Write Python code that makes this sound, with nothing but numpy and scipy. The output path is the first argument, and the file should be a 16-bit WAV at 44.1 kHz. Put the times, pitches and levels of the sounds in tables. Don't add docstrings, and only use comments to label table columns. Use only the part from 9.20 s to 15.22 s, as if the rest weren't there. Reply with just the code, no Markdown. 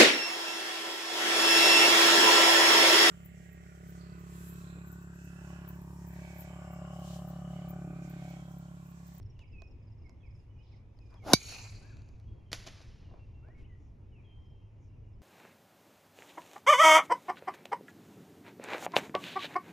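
import sys
import numpy as np
from scipy import signal
from scipy.fft import rfft, irfft, next_fast_len
from scipy.io import wavfile
from scipy.ndimage import uniform_filter1d

SR = 44100
rng = np.random.default_rng(int(sys.argv[2]) if len(sys.argv) > 2 else 0)


def voltage_ratio(decibels):
    exponent = np.asarray(decibels, float) / 20
    return 10 ** exponent


def waveform_to_disk(signal):
    frames = np.transpose(np.atleast_2d(signal))
    scaled = np.clip(frames, -1, 1) * 32767
    samples = np.round(scaled).astype(np.int16)
    wavfile.write(sys.argv[1], SR, samples)


N = 265460
T = np.arange(N) / SR


def evened(x):
    return x / np.sqrt(np.mean(x ** 2) + 1e-20)


def smoothed(x, bands, frames):
    x = uniform_filter1d(x, size=bands, axis=0)
    return evened(uniform_filter1d(x, size=frames, axis=1))


def read(points, hz):
    f, value = np.transpose(points)
    return np.interp(np.log(hz + 1), np.log(f + 1), value)


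def add(mix, s, sound, pan_db=0., lag=0):
    for ear, side, late in ((0, 0.45, 0), (1, -.5, lag)):
        part = mix[ear, round(s * SR) + late:][:len(sound)]
        part += (sound * voltage_ratio(side * pan_db))[:len(part)]


def coloured(x, spectrum):
    size = x.shape[-1]
    gain = voltage_ratio(read(spectrum, np.fft.rfftfreq(size, 1 / SR)))
    return evened(irfft(rfft(x) * gain, size))


def tone(hz):
    return np.sin(2 * np.pi * np.cumsum(hz) / SR)


def ring(modes, t):
    return sum(voltage_ratio(db - 60 * t / t60) * np.sin(2 * np.pi * hz * t) for hz, db, t60 in modes)


def curve(rows):
    rows = np.asarray(rows)
    return voltage_ratio(np.interp(T, rows[:, 0], rows[:, 1], -150, -150))


def burst(s, level_db, rise_db_s, fall_db_s):
    below_db = np.where(T < s, rise_db_s * (s - T), fall_db_s * (T - s))
    return voltage_ratio(level_db - np.minimum(below_db, 200))


def together(gains):
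    return np.sqrt(sum(g ** 2 for g in gains))


def pair(x, same):
    same = np.clip(same, 0, 1)
    return np.array([x[0], same * x[0] + np.sqrt(1 - same ** 2) * x[1]])


def woods(x, decay_s, level_db):
    hz, t, z = signal.stft(rng.standard_normal((2, SR)), SR, nperseg=256)
    fade = voltage_ratio(-60 * t / decay_s * (1.5 + hz[:, None] / 9000))
    tail = signal.istft(z * fade, SR, nperseg=256)[1]
    tail /= np.linalg.norm(tail[0])
    return x + voltage_ratio(level_db) * signal.oaconvolve(x, tail, axes=1)[:, :N]


def scatter(start, gain, spectrum, same, crackle_db, streak_db, dulling_db, rise=0.):
    hz, t, z = signal.stft(pair(rng.standard_normal((2, N)), same), SR, nperseg=256)
    a, b = rng.standard_normal((len(t), len(hz), 2)).T
    crackle = smoothed(a, 30, 4)
    streak = smoothed(b, 2, 40)
    since = np.clip(t - start, 0, 1)
    colour_db = read(spectrum, hz[:, None] * (1 + rise * np.exp(-since / 0.084)))
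    z *= voltage_ratio(colour_db + crackle_db * crackle + streak_db * streak)
    z /= np.sqrt(np.mean(abs(z) ** 2) * len(hz))
    z *= voltage_ratio(-dulling_db * hz[:, None] / 1000 * since)
    return signal.istft(z, SR, nperseg=256)[1][:, :N] * gain


# f/Hz, relative level/dB per Hz
AIR = [(12, -63.5), (20, -33), (48, -2), (107, -3), (134, -17), (228, -21), (337, -24), (377, -25),
       (678, -35.5), (949, -36), (1530, -48.5), (2390, -45), (4540, -60), (5080, -54.5), (16000, -80)]
# f/Hz, likeness 0-1
SAME = [(60, 0.93), (180, 0.95), (550, 0.36), (1650, 0.38), (4970, 0.29), (15000, 0.19)]
# t/s, level/dB
SWELL = [(0, 4), (0.501, 2.5), (1.5, -2), (2.5, 1.5), (3.3, 2), (3.6, -0.5), (4, 3), (4.4, 2), (4.9, -1),
         (5.4, 0), (6.02, -1.5)]
# middle t/s, half length/s, middle f/Hz, half width/octaves, level over air/dB
RUSTLES = [(0.211, 0.023, 5000, 1.7, 11), (1.19, 0.062, 8000, .8, 7), (1.507, 0.087, 4140, 0.56, 13.5),
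           (1.948, .045, 1106, 1.1, 12), (1.94, 0.12, 5960, 0.97, 8.5), (3.951, .06, 752.4, 0.82, 10),
           (4.275, .04, 749.8, .6, 7.5), (4.405, 0.035, 4500, 1.7, 10), (4.642, 0.064, 6160, 0.248, 9.5),
           (5.052, 0.1, 2575, .3, 6.5), (5.65, .045, 6210, .25, 11)]


def air():
    frames, hz = N // 256 + 5, np.fft.rfftfreq(1024, 1 / SR)[:, None]
    a, b, c, d, patches = rng.standard_normal((frames, 513, 5)).T
    patches = smoothed(patches, 14, 12)
    t = np.arange(frames) * 256 / SR
    swell_db = 300 / (hz + 300) * np.interp(t, *np.transpose(SWELL))
    for s, half_s, middle_hz, octaves, over_db in RUSTLES:
        off_time = ((t - s) / half_s) ** 4
        off_pitch = (np.log2((hz + 1) / middle_hz) / octaves) ** 2
        swell_db += over_db * np.exp(-off_time - off_pitch)
    noise = pair([a + 1j * b, c + 1j * d], read(SAME, hz))
    z = noise * voltage_ratio(read(AIR, hz) + 1.3 * patches + swell_db)
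    return voltage_ratio(-50.5) * evened(signal.istft(z, nperseg=1024, noverlap=768)[1][:, :N])


# t/s, rms level/dB
HUM = [(0, -50.5), (.4, -69.5), (.6, -52.5), (1, -59), (2, -58), (2.7, -55.5), (3.1, -52.5), (3.3, -69),
       (4.5, -60), (5.5, -58), (5.8, -55), (6.02, -55)]


def hum():
    hz = 105.8 + .9 * evened(uniform_filter1d(rng.standard_normal(N), size=8000))
    return np.sqrt(2) * curve(HUM) * tone(hz)


# first note t/s, last note t/s, nominal peak level/dB, nominal f/Hz
PHRASES = [(.0124, .0944, -70, 5500), (.2244, .3144, -75, 5150), (.3924, .5054, -71, 5400),
           (.6194, .7144, -75, 5150), (.7774, .8924, -74, 5330), (1.0564, 1.1894, -73, 5250),
           (1.3834, 1.5554, -75, 5230), (1.7624, 1.9414, -73, 5210), (5.2094, 5.2944, -84, 5350),
           (5.9294, 5.9294, -79, 5250)]


def trill():
    note_gap_s, note_s, note_fall = .042, .024, .13
    loudest_place, start_db = 0.88, -5
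    out, u = np.zeros((2, N)), np.linspace(0, 1, round(note_s * SR))
    for first, last, peak_db, nominal_hz in PHRASES:
        for place in np.linspace(0, 1, 1 + round((last - first) / note_gap_s)):
            hz = nominal_hz * (1 + note_fall * (.35 - u) + .012 * rng.standard_normal())
            level_db = peak_db + start_db * (place / loudest_place - 1) ** 2
            level_db += 1.5 * rng.standard_normal()
            note = voltage_ratio(level_db) * tone(hz) * np.sin(np.pi * u)
            add(out, first + place * (last - first), note, -3.)
    return woods(out, .6, -7)


# f/Hz, relative level/dB per Hz
LEAF = [(180, -68), (300, -4.5), (1290, -8.5), (1940, -4.5), (5530, -4), (7420, -12), (8320, -14.5),
        (9330, -16.5), (11900, -22), (15400, -38), (16200, -66)]
# f/Hz, relative level/dB, t60/s
SHELL = [(4500, 5, 0.003)]
# f/Hz, relative level/dB, t60/s
WOOD = [(380, -2, .03), (650, 0, .03), (1050, -3, .022), (1500, -7, .018), (2100, -8, .012)]


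def knocks(rows, snap_t60_s):
    out, t = np.zeros((2, N)), np.arange(2000) / SR
    noises = rng.standard_normal((len(rows), len(t)))
    for (s, level_db, dull, pan_db), noise in zip(rows, noises):
        snap = coloured(noise, LEAF) * voltage_ratio(-60 * t / snap_t60_s) / 2 + ring(SHELL, t) / 2
        modes = [(hz, db - 7 * dull ** 3 * hz / 1000, t60) for hz, db, t60 in WOOD]
        wood = ring(modes, t) * (1 - np.exp(-t / 0.00055)) / 2
        add(out, s, voltage_ratio(level_db) * ((1 - dull) * snap + dull * wood), pan_db)
    return out


# t/s, nominal level/dB, dullness 0-1, pan/dB
TICKS = [(.0294, -55, 0.46, 4), (.1925, -46.5, 0.43, -3), (.4199, -38, 0.75, -9), (.8944, -45.5, 0.62, -3),
         (1.7893, -51.5, 0.67, 12), (1.9066, -59, 0.2, 8), (1.9415, -44.5, 0.76, 1),
         (2.7694, -46.5, 0.6, -4), (2.8194, -52, 0.4, -3), (2.8894, -47.5, 0.72, -1), (2.9994, -55, 0.3, 1)]


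def ticks():
    return knocks(TICKS, 0.0092)


def chorus():
    out, u = np.zeros((2, N)), np.linspace(0, 1, 2200)
    for when, pitch, glide, loud, side in rng.random((150, 5)):
        hz = (2000 + 1100 * pitch) * (1 + 0.17 * (glide - .6) * u)
        note = tone(hz) * np.sin(np.pi * u)
        add(out, when * N / SR, voltage_ratio(-93 + 6 * loud) * note, 12 * (side - .5))
    return woods(out, .8, 5)


# t/s, pan/dB
BIRD_SIDE = [(0, -2.5), (1.2, -9), (2.0, -4.5), (2.6, 11), (4.0, 1), (6, 2)]


def whistle(out, s, hz, level_db, edge):
    flutter = evened(uniform_filter1d(rng.standard_normal(len(hz)), size=350))
    note = tone(hz) * signal.windows.tukey(len(hz), edge)
    pan_db = np.interp(s, *np.transpose(BIRD_SIDE))
    add(out, s, np.sqrt(2) * voltage_ratio(level_db + 2.1 * flutter) * note, pan_db)


# start t/s, length/s, level/dB, first f/Hz, last f/Hz
SLIDES = [(0.151, 0.0273, -80.5, 3310, 2570), (.615, .03, -96, 3150, 2960), (.84, .04, -72, 2330, 2075),
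          (1.0, .035, -81, 3500, 3130), (1.025, .06, -71.5, 2700, 2105), (1.3, .04, -86, 3050, 2880),
          (1.35, .08, -78.5, 2420, 2529), (1.38, .05, -77.5, 2750, 3070), (1.515, .04, -74.5, 2680, 1900),
          (1.96, .03, -76, 3500, 3120), (1.99, .06, -71.5, 2460, 2043), (4.213, .13, -74, 1150, 2120),
          (4.42, .03, -76, 2200, 3000), (4.48, .08, -75, 2100, 1873), (4.91, .115, -74.5, 3150, 2223)]


def slides(out):
    for s, length, level_db, first_hz, last_hz in SLIDES:
        u = np.arange(0, length, 1 / SR) / length
        whistle(out, s, first_hz + (last_hz - first_hz) * u ** .85, level_db, .4)


# start t/s, rise/s, drop/s, level/dB, top f/Hz
HOOKS = [(.183, .015, .052, -69, 2940), (2.615, .085, .045, -72, 1730), (4.445, .01, .012, -74, 3070)]


def hooks(out):
    rise_share, drop_share = .18, .28
    for s, rise, drop, level_db, top_hz in HOOKS:
        t = np.arange(-rise, drop, 1 / SR)
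        below = np.where(t < 0, rise_share * (t / rise) ** 2, drop_share * abs(t / drop) ** 1.3)
        whistle(out, s, top_hz * (1 - below), level_db, .25)


# start t/s, length/s, start level/dB, settled f/Hz, start above it/Hz
HELD = [(0.323, 0.17, -64.5, 2510, 168), (1.797, 0.16, -77.5, 2410, 169.5), (3.068, 0.054, -81, 3280, 3),
        (3.165, 0.046, -85.5, 3250, 0), (3.26, 0.046, -78, 3130, 60), (3.838, .11, -78.5, 2790, 112),
        (3.987, .07, -74, 2730, 22), (4.132, 0.13, -78.5, 2730, 21), (4.344, .065, -73.5, 2180, 33),
        (5.028, 0.47, -68.5, 3160, 190), (5.587, 0.075, -85, 2280, 1), (5.67, .09, -87, 2740, 80)]


def held(out):
    settle_s, fade_db_s = .035, 42
    for s, length, level_db, hz, above_hz in HELD:
        t = np.arange(0, length, 1 / SR)
        settling_hz = hz + above_hz * np.exp(-(t / settle_s) ** 2)
        whistle(out, s, settling_hz, level_db - fade_db_s * t, .2)


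def whistles():
    out = np.zeros((2, N))
    slides(out)
    hooks(out)
    held(out)
    return woods(out, 1.2, -3.5)


# t/s, level/dB, centre of the shed vortices f/Hz
SWISH = [(2.02, -70, 399), (2.05, -52.5, 502.7), (2.075, -40, 683.4), (2.1, -35.5, 800), (2.125, -33, 800),
         (2.135, -29, 800)]
# f/Hz, relative level/dB per Hz
SWISH_HISS = [(88, -45), (150, -15), (303, -2), (477, -15.5), (753, -2.5), (893, -13), (1550, -18.5),
              (1940, -26), (5500, -26), (8390, -35), (15500, -37), (16300, -62)]


def swish():
    hiss = pair(coloured(rng.standard_normal((2, N)), SWISH_HISS), 0.77)
    s, _, centre_hz = np.transpose(SWISH)
    turn = np.exp(2j * np.pi * np.cumsum(np.interp(T, s, centre_hz)) / SR)
    r = np.exp(-np.pi * 460 / SR)
    slow = signal.lfilter([1], [1, -2 * r, r * r], rng.standard_normal(N) / turn)
    vortices = evened((turn * slow).real)
    return curve(SWISH) * (0.8 * hiss + .6 * vortices)


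HIT_S = 2.1342
# start f/Hz, time to half pitch/s, time to peak/s, level/dB
THUMP = (1000, .0015, .003, -7.5)


def thump(t):
    start_hz, sag_s, swell_s, level_db = THUMP
    sag = -np.sin(2 * np.pi * start_hz * sag_s * np.log(1 + t / sag_s))
    return voltage_ratio(level_db) * sag * t / swell_s * np.exp(1 - t / swell_s)


# f/Hz, relative level/dB, t60/s
HEAD = [(800, 3, 0.012), (1070, 5.5, 0.0118), (1510, 3.5, .012), (2334, -10, 0.069), (3680, -25.5, .06),
        (4000, -0.5, 0.048), (4051, -9, .09), (4722, -7.5, 0.12), (5000, -4.5, 0.028), (5730, -10, 0.07),
        (5850, -17, .06), (6170, -14, 0.11), (6570, -14, 0.06), (7320, -8, 0.033), (9250, -20.5, .05),
        (10208, -16, 0.053), (10850, -22, .06), (10570, -16, .04)]


def head(t):
    heard = t - .045 * .03 * (1 - np.exp(-t / .03))
    return voltage_ratio(-13.5) * ring(HEAD, heard) * (1 - np.exp(-t / 0.00033))


# f/Hz, relative level/dB per Hz
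CRACK = [(1800, -30), (2500, -10), (3320, -12), (3910, -3.5), (5200, -3), (7260, -10.5), (8300, -9.5),
         (10200, -13), (13000, -19.5), (16000, -17), (17500, -44.5)]


def crack(t):
    noise = pair(coloured(rng.standard_normal((2, len(t))), CRACK), 0.51)
    return noise * voltage_ratio(-8) * (voltage_ratio(-60 * t / .004) + voltage_ratio(-3.5 - 60 * t / 0.035))


# delay/s, level/dB, rise/(dB/s), fall/(dB/s)
RETURNS = [(.016, -39.5, 3000.5, 400), (.186, -43, 70, 59), (.25, -54.5, 60, 24)]
# f/Hz, relative level/dB per Hz
ECHO_COLOUR = [(150, -32), (300, -10), (950, -11.5), (1800, -16.5), (2200, -11.5), (2520, -2), (2800, -13),
               (3400, -16), (4200, -6), (4600, -1.5), (5000, -12.5), (6100, -6.5), (7000, -5.5),
               (8300, -14.5), (10500, -17), (13800, -24.5), (15400, -22.5), (16200, -58.5)]


def echoes():
    gain = together(burst(HIT_S + s, *row) for s, *row in RETURNS) * (T > HIT_S)
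    return scatter(HIT_S, gain, ECHO_COLOUR, .6, 1.7, 2.6, 3.1, rise=0.12)


def drive():
    t = np.arange(SR // 3) / SR
    turf_delay_s, turf_db = .0027, -5.5
    out, head_ring = echoes(), head(t)
    add(out, HIT_S, thump(t) + head_ring, -.6, lag=3)
    add(out, HIT_S + turf_delay_s, voltage_ratio(turf_db) * head_ring, -1.5)
    out[:, round(HIT_S * SR):][:, :len(t)] += crack(t)
    return out


# t/s, level/dB
LEAF_BURSTS = [(3.3173, -50), (3.3313, -41), (3.468, -46.5), (3.615, -56.5)]


def leaves():
    rise_db_s, snap_fall_db_s, shiver_fall_db_s, shiver_db = 15000, 470, 33.3, -14
    snaps = [burst(s, db, rise_db_s, snap_fall_db_s) for s, db in LEAF_BURSTS]
    shivers = [burst(s, db + shiver_db, rise_db_s, shiver_fall_db_s) for s, db in LEAF_BURSTS]
    return scatter(LEAF_BURSTS[0][0], together(snaps + shivers), LEAF, 0.99, 1.1, 0.7, 3.2)


# t/s, nominal level/dB, dullness 0-1, pan/dB
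KNOCKS = [(3.318, -33, 0.4, 3), (3.3301, -20, 0, -3), (3.349, -48, 0.7, 0), (3.465, -34.5, 0.6, 7),
          (3.474, -30, 0.65, -1), (3.604, -42.5, 0.83, 6.5), (3.91, -43, 0.98, 0), (3.939, -37, 0.98, 1),
          (4.285, -39.5, 0.96, 1)]


def branches():
    return woods(knocks(KNOCKS, 0.0094), 1.0, -14.5)


def scene():
    background = air() + hum() + trill() + ticks() + chorus() + whistles()
    return background + swish() + drive() + leaves() + branches()


# f/Hz, left share in right 0-1, left lead/rad
PORTS = [(5800, 0, 0), (6700, .6, -.7), (7750, .85, -2.9), (8800, .9, -3.4), (9800, .8, -4.8),
         (10850, .9, -6.1), (12400, .9, -6.6), (14000, .95, -9.3), (18000, .95, -9.5)]


def ports(x):
    size = next_fast_len(N + 2048)
    hz, same, lead = np.transpose(PORTS)
    f = np.fft.rfftfreq(size, 1 / SR)
    z = pair(rfft(x, size), np.interp(f, hz, same))
    turn = np.exp(.5j * np.interp(f, hz, lead))
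    return irfft(z * [turn, 1 / turn], size)[:, :N]


# start t/s, low f/Hz, high f/Hz
FOLD = (2.68, 2800, 6100)


def folded(x):
    s, lo_hz, hi_hz = FOLD
    band = signal.butter(6, [lo_hz, hi_hz], "band", fs=SR, output="sos")
    side = signal.sosfiltfilt(band, x[0] - x[1]) / 2
    return x - np.clip((T - s) / .02, 0, 1) * side * [[1], [-1]]


def gain_control(x, dry):
    power = uniform_filter1d((dry ** 2).mean(0), size=200, origin=99)
    power_db = 10 * np.log10(abs(power) + 1e-12)
    fall_db = T * 91.0
    over_db = np.maximum(np.maximum.accumulate(power_db + fall_db) - fall_db + 32, 0)
    return x / voltage_ratio(0.13 * uniform_filter1d(over_db, size=300, origin=149))


def band_limit(x):
    return signal.sosfilt(signal.butter(12, 17840, fs=SR, output="sos"), x)


def record(dry):
    ducked = gain_control(folded(ports(dry)), dry)
    overloaded = .95 * np.tanh(ducked / .95)
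    limited = signal.sosfilt(signal.butter(12, 16800, fs=SR, output="sos"), overloaded)
    return band_limit(limited)


dry = scene()
out = record(dry)
waveform_to_disk(out)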